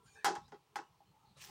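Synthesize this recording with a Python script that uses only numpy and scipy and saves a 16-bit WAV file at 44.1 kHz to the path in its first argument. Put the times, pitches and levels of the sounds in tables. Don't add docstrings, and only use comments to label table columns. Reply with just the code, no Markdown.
import sys
import numpy as np
from scipy import signal
from scipy.fft import rfft, irfft
from scipy.io import wavfile
from scipy.ndimage import uniform_filter1d

SR = 44100
rng = np.random.default_rng(int(sys.argv[2]) if len(sys.argv) > 2 else 0)


def decibels_to_gain(level_db):
    exponent = np.asarray(level_db, float) / 20
    return 10 ** exponent


def transcribe(u):
    v = np.clip(np.atleast_2d(u).T, -1, 1)
    q = np.round(v * 32767).astype(np.int16)
    wavfile.write(sys.argv[1], SR, q)


N = 66150


def along(table, x, log=False):
    a, b = np.array(table, float).T
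    return np.interp(np.log(x), np.log(a), b) if log else np.interp(x, a, b)


def tint(x, table):
    hz = np.fft.rfftfreq(len(x), 1 / SR) + 1
    y = irfft(rfft(x) * decibels_to_gain(along(table, hz, True)), len(x))
    return y / np.std(y)


def walk(rate):
    hold = int(SR / rate)
    levels = np.repeat(rng.standard_normal(N // hold + 1), hold)
    return uniform_filter1d(levels, hold)[:N]


def band(x, hz, width):
    return signal.lfilter(*signal.iirpeak(hz, hz / width, SR), x)


def patchy(table, hz0, count, step, flicker_db, rate):
    out = np.zeros(N)
    for hz in hz0 * (1 + step) ** np.arange(count):
        narrow = band(rng.standard_normal(N), hz, hz * step) / np.sqrt(hz)
        out += decibels_to_gain(flicker_db * walk(rate)) * narrow
    return tint(np.diff(out, prepend=0) + 0.06 * out, table)


def ring(modes, t, tilt_db, share, rise_s):
    wobble_rad, wobble_per_s, scatter_db = 0.85, 65.5, 2
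    hz, db, t60 = np.array(modes).T[:, :, None]
    k = int(SR / wobble_per_s)
    wobble = rng.standard_normal((len(modes), len(t)))
    wobble = uniform_filter1d(uniform_filter1d(wobble, k), k) * np.sqrt(k * 1.5)
    sign = (-1) ** np.arange(len(modes))[:, None]
    gain = sign * decibels_to_gain(db + tilt_db * np.log2(hz / 820) + scatter_db * wobble[::-1])
    tone = np.sin(2 * np.pi * hz * t + wobble_rad * wobble)
    decay = np.exp(-np.log(1000) * t / (t60 * share))
    return (gain * decay * tone).sum(0) * (1 - np.exp(-t / rise_s)) ** 2


def clack_burst(t, tilt_db, top_hz, share):
    # (f/Hz, level/dB)
    clack_colour = [(180, -54), (300, -14.5), (398, -18.5), (656, -20.5), (828, -3.5), (1170, -14),
                    (1460, -8), (2440, -24.5), (5610, -20), (12300, -34), (15000, -27.5), (16000, -48)]
    # (f/Hz, t60/s)
    room_t60 = [(400, 0.28), (1500, 0.24), (6000, 0.25), (14000, 0.074)]
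    crack_db, soft_db, crack_s = 3, 6, 0.0013
    hz = np.fft.rfftfreq(len(t), 1 / SR)
    spec = rfft(tint(rng.standard_normal(len(t)), clack_colour))
    spec = spec * decibels_to_gain(tilt_db * np.log2(hz / 820 + 0.089)) / (1 + (hz / top_hz) ** 6)
    clack = np.zeros(len(t))
    for low_hz in 300 * 2 ** np.arange(0, 5.9, .25):
        inside = (hz >= low_hz) & (hz < low_hz * 2 ** .25)
        t60 = share * along(room_t60, low_hz, True)
        clack += irfft(spec * inside, len(t)) * np.exp(-np.log(1000) * t / t60)
    crack = 1 + decibels_to_gain(crack_db - soft_db * abs(tilt_db)) * np.exp(-t / crack_s)
    return clack * np.minimum(t / 0.00072, 1) * crack


def tick_burst(t):
    decay_s, hz, width_hz = 0.0034, 1590, 910
    burst = rng.standard_normal(len(t)) * np.exp(-t / decay_s)
    tick = band(band(burst, hz, width_hz), hz, width_hz)
    return tick / np.abs(tick).max()


def pot():
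    knock_rows = [(.245, -31, -50, -30.5, -30.5, 0.76, 17700, 0.87),
                  (.257, -30.5, -33, -34, -48, 0.5, 12600, 0.79),
                  (.281, -30.5, -35.5, -37, -35, -4, 9000, 0.57),
                  (.298, -49, -35.5, -43, -53, -10, 8000, 0.57),
                  (.314, -37, -38, -58, -69, -22, 6000, 0.63),
                  (.352, -49.5, -57, -45.5, -52.5, -0.42, 11400, 0.59),
                  (0.359, -35, -43, -44, -42, -4, 6000, .45), (.48, -76, -80, -72.5, -86, 2.5, 11000, 0.7),
                  (.52, -48, -40, -50, -57.5, -3.5, 8060, 0.55),
                  (.541, -57, -51, -64, -66, 2.5, 5000, 0.44),
                  (.757, -39, -48.5, -40.5, -34, -1, 18000, 0.72),
                  (.765, -38, -60.5, -62, -53, 0, 8000, 0.43),
                  (.788, -45.5, -47, -47.5, -43.5, -3, 8000, 0.59),
                  (1.003, -56, -81, -83, -92, -16, 3020, 0.45)]
    # (f/Hz, level/dB, free t60/s)
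    wall_modes = [(640.4, -20.5, 0.21), (757, -15, .2), (822, 1.5, 0.25), (839.3, 4, 0.074),
                  (995, -17.5, 0.37), (1098, -18.5, 0.47), (1286, -16, 0.38), (1350, -22, 0.13),
                  (1470, -16, 0.12), (1683, -16.5, 0.098), (1935, -16.5, 0.2), (1990, -10.5, 0.1),
                  (2635, -25.5, 0.4), (3245, -16, 0.17)]
    # (f/Hz, level/dB, free t60/s)
    bottom_modes = [(170.8, -18, 0.32), (255.2, -15, 0.24), (359.6, -1.5, 0.22), (413.4, -3.5, 0.22),
                    (517.7, -9.5, 0.16)]
    wall_rise_s, boom_rise_s = 0.0021, 0.0062
    out, t = np.zeros(N + SR), np.arange(SR // 3) / SR
    for s, ring_db, boom_db, clack_db, tick_db, tilt_db, top_hz, share in knock_rows:
        knock = decibels_to_gain(ring_db) * ring(wall_modes, t, tilt_db, share, wall_rise_s)
        knock += decibels_to_gain(boom_db) * ring(bottom_modes, t, 0, share, boom_rise_s)
        knock += decibels_to_gain(clack_db) * clack_burst(t, tilt_db, top_hz, share)
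        knock += decibels_to_gain(tick_db) * tick_burst(t)
        out[int(s * SR):][:len(t)] += knock
    return out[:N]


def squeaks():
    # (start t/s, length/s, start f/Hz, end f/Hz, width/Hz)
    strand_rows = [(0, .05, 430, 430, 60), (0, .1, 1350, 1350, 50), (0, .04, 990, 990, 50),
                   (.145, .1, 436, 436, 40), (.145, .06, 812, 812, 40), (.07, .05, 900, 900, 60),
                   (.057, .05, 1550, 1600, 200), (.15, .105, 1620, 1780, 220), (.065, .2, 2420, 2350, 120),
                   (.15, .095, 2560, 2560, 80), (.13, .13, 3690, 3690, 150), (.055, .05, 4300, 4300, 2500),
                   (.155, .08, 4440, 4400, 150), (.13, .05, 5360, 5360, 250), (.04, .15, 7050, 6750, 500),
                   (.03, .07, 9000, 8900, 600), (.09, .13, 8700, 8600, 500), (.08, .03, 10400, 10400, 250),
                   (.41, .09, 3600, 4100, 500), (.43, .08, 4900, 5000, 400), (.82, .09, 2900, 2900, 200),
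                   (1.06, .08, 4150, 4250, 200), (1.05, .07, 3050, 3000, 200), (1.245, .1, 4200, 3900, 900),
                   (1.12, .11, 850, 920, 100), (1.23, .1, 850, 850, 100), (1.365, .035, 550, 550, 150),
                   (1.36, .05, 1150, 1150, 200), (1.355, .045, 4000, 4000, 500),
                   (1.395, .04, 2600, 2600, 500), (1.37, .025, 9300, 9300, 2000),
                   (1.425, .035, 5700, 5700, 900), (.03, .22, 5000, 5000, 11000),
                   (.1, .14, 6200, 6100, 900), (.06, .09, 4500, 4500, 300), (.06, .07, 3200, 3100, 300),
                   (.15, .06, 700, 700, 900), (1.447, .016, 14000, 14000, 4000)]
    strand_levels = [-73, -76, -73.5, -72, -71, -83, -72, -61, -74.5, -73.5, -80, -76, -83, -78.5, -75, -79,
                     -79, -85, -76, -80, -81.5, -85, -84.5, -79, -76, -74, -70.5, -76, -73, -63, -78, -58.5,
                     -77.5, -80.5, -81, -85, -76.5, -62]
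    rise, fall = .15, .3
    out = np.zeros(N + SR)
    for (s, length, hz, end_hz, width), db in zip(strand_rows, strand_levels):
        n = int(length * SR)
        u = np.arange(n) / n
        k = max(int(SR / width), 2)
        noise = rng.standard_normal((2, SR // 2))
        re, im = uniform_filter1d(uniform_filter1d(noise, k), k // 2 + 1)[:, :n]
        carrier = np.exp(2j * np.pi * np.cumsum(hz + (end_hz - hz) * u) / SR)
        strand = ((re + 1j * im) * carrier).real
        fades = np.clip(np.minimum(u / rise, (1 - u) / fall), 0, 1)
        out[int(s * SR):][:n] += decibels_to_gain(db) * strand / np.std(strand) * fades
    return out[:N]


def leaves(t):
    # (t/s, level/dB)
    swish_level = [(1.365, -80), (1.378, -62.5), (1.40, -60.5), (1.421, -52.5), (1.432, -55.5),
                   (1.44, -52.5), (1.458, -56), (1.468, -57), (1.5, -59)]
    # (t/s, level/dB)
    sheen_level = [(1.37, -17), (1.40, -10), (1.42, -3), (1.46, -1), (1.48, -8), (1.5, -6)]
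    # (f/Hz, level/dB)
    leaf_colour = [(180, -56), (300, -20), (915, -3), (1250, -5), (1430, -10), (1720, -1), (4370, -4.5),
                   (5900, -4.5), (13300, -19), (15000, -6.5), (16000, -18.5)]
    snaps_per_s, snap_db = 670, -3
    snaps = (rng.random(N) < snaps_per_s / SR) * decibels_to_gain(2.0 * rng.exponential(size=N))
    snaps = signal.lfilter([1], [1, -.97], snaps) * rng.standard_normal(N)
    slide = patchy([(20, 0), (20000, 0)], 396, step=.15, count=27, flicker_db=3.0, rate=33)
    x = tint(slide + decibels_to_gain(snap_db) * snaps / np.std(snaps), leaf_colour)
    low = signal.sosfiltfilt(signal.butter(4, 11000, fs=SR, output="sos"), x)
    swish = low + (x - low) * decibels_to_gain(along(sheen_level, t))
    return swish * decibels_to_gain(along(swish_level, t)) * (t > swish_level[0][0])


def shuffling(t):
    # (t/s, level/dB)
    shuffle_level = [(0.0, -84.5), (0.15, -75.5), (0.342, -61.5), (0.392, -66), (0.546, -77.5),
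                     (0.814, -75.5), (1.052, -81.5), (1.386, -73.5), (1.5, -60.5)]
    # (f/Hz, level/dB)
    shuffle_colour = [(180, -59), (300, -22.5), (428, 4.5), (603, -19.5), (824, 6), (1360, -7.5),
                      (1480, -25.5), (1610, -25), (2430, -23.5), (4170, -21), (9000, -30), (11700, -89),
                      (19800, -120)]
    noise = patchy(shuffle_colour, 290.4, step=0.066, count=66, flicker_db=8.5, rate=14.26)
    return noise * decibels_to_gain(along(shuffle_level, t))


def outdoor_rumble(t):
    # (t/s, level/dB)
    rumble_level = [(0.0, -70.5), (0.17, -70.5), (0.224, -80), (0.266, -67.5), (0.346, -69.5), (0.396, -61),
                    (0.668, -82.5), (0.722, -71.5), (0.784, -84), (0.914, -70), (0.94, -80.5), (1.128, -70),
                    (1.152, -77), (1.244, -74), (1.306, -64.5), (1.336, -75), (1.49, -63.5), (1.5, -59.5)]
    # (f/Hz, level/dB)
    bass_colour = [(12, -55), (20, -45), (32, -21), (35, -42), (48, -5.5), (97, -11.5), (134, -4.5),
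                   (208, -15.5), (320, -27), (420, -43), (700, -120)]
    waver_db = 2.5 * walk(59)
    return tint(rng.standard_normal(N), bass_colour) * decibels_to_gain(along(rumble_level, t) + waver_db)


def steady_hiss():
    # (f/Hz, level/dB)
    hiss_colour = [(180, -13), (300, -1), (656, -6), (930, -1.5), (1780, -11), (2740, -8.5), (7950, -18),
                   (15000, -22), (16000, -12.5)]
    return tint(rng.standard_normal(N), hiss_colour) * decibels_to_gain(-76)


def scene():
    t = np.arange(N) / SR
    foreground = pot() + squeaks() + leaves(t)
    background = shuffling(t) + outdoor_rumble(t) + steady_hiss()
    return (foreground + background)[None]


def roll_off(x):
    return signal.sosfilt(signal.butter(12, 16750, fs=SR, output="sos"), x)


def record(dry):
    low_cut_hz, top_hz = 78, 15750
    mix = signal.sosfilt(signal.butter(2, low_cut_hz, "high", fs=SR, output="sos"), dry)
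    mix = signal.sosfilt(signal.ellip(8, .2, 70, top_hz, fs=SR, output="sos"), mix)
    return roll_off(mix)


dry = scene()
out = record(dry)
transcribe(out)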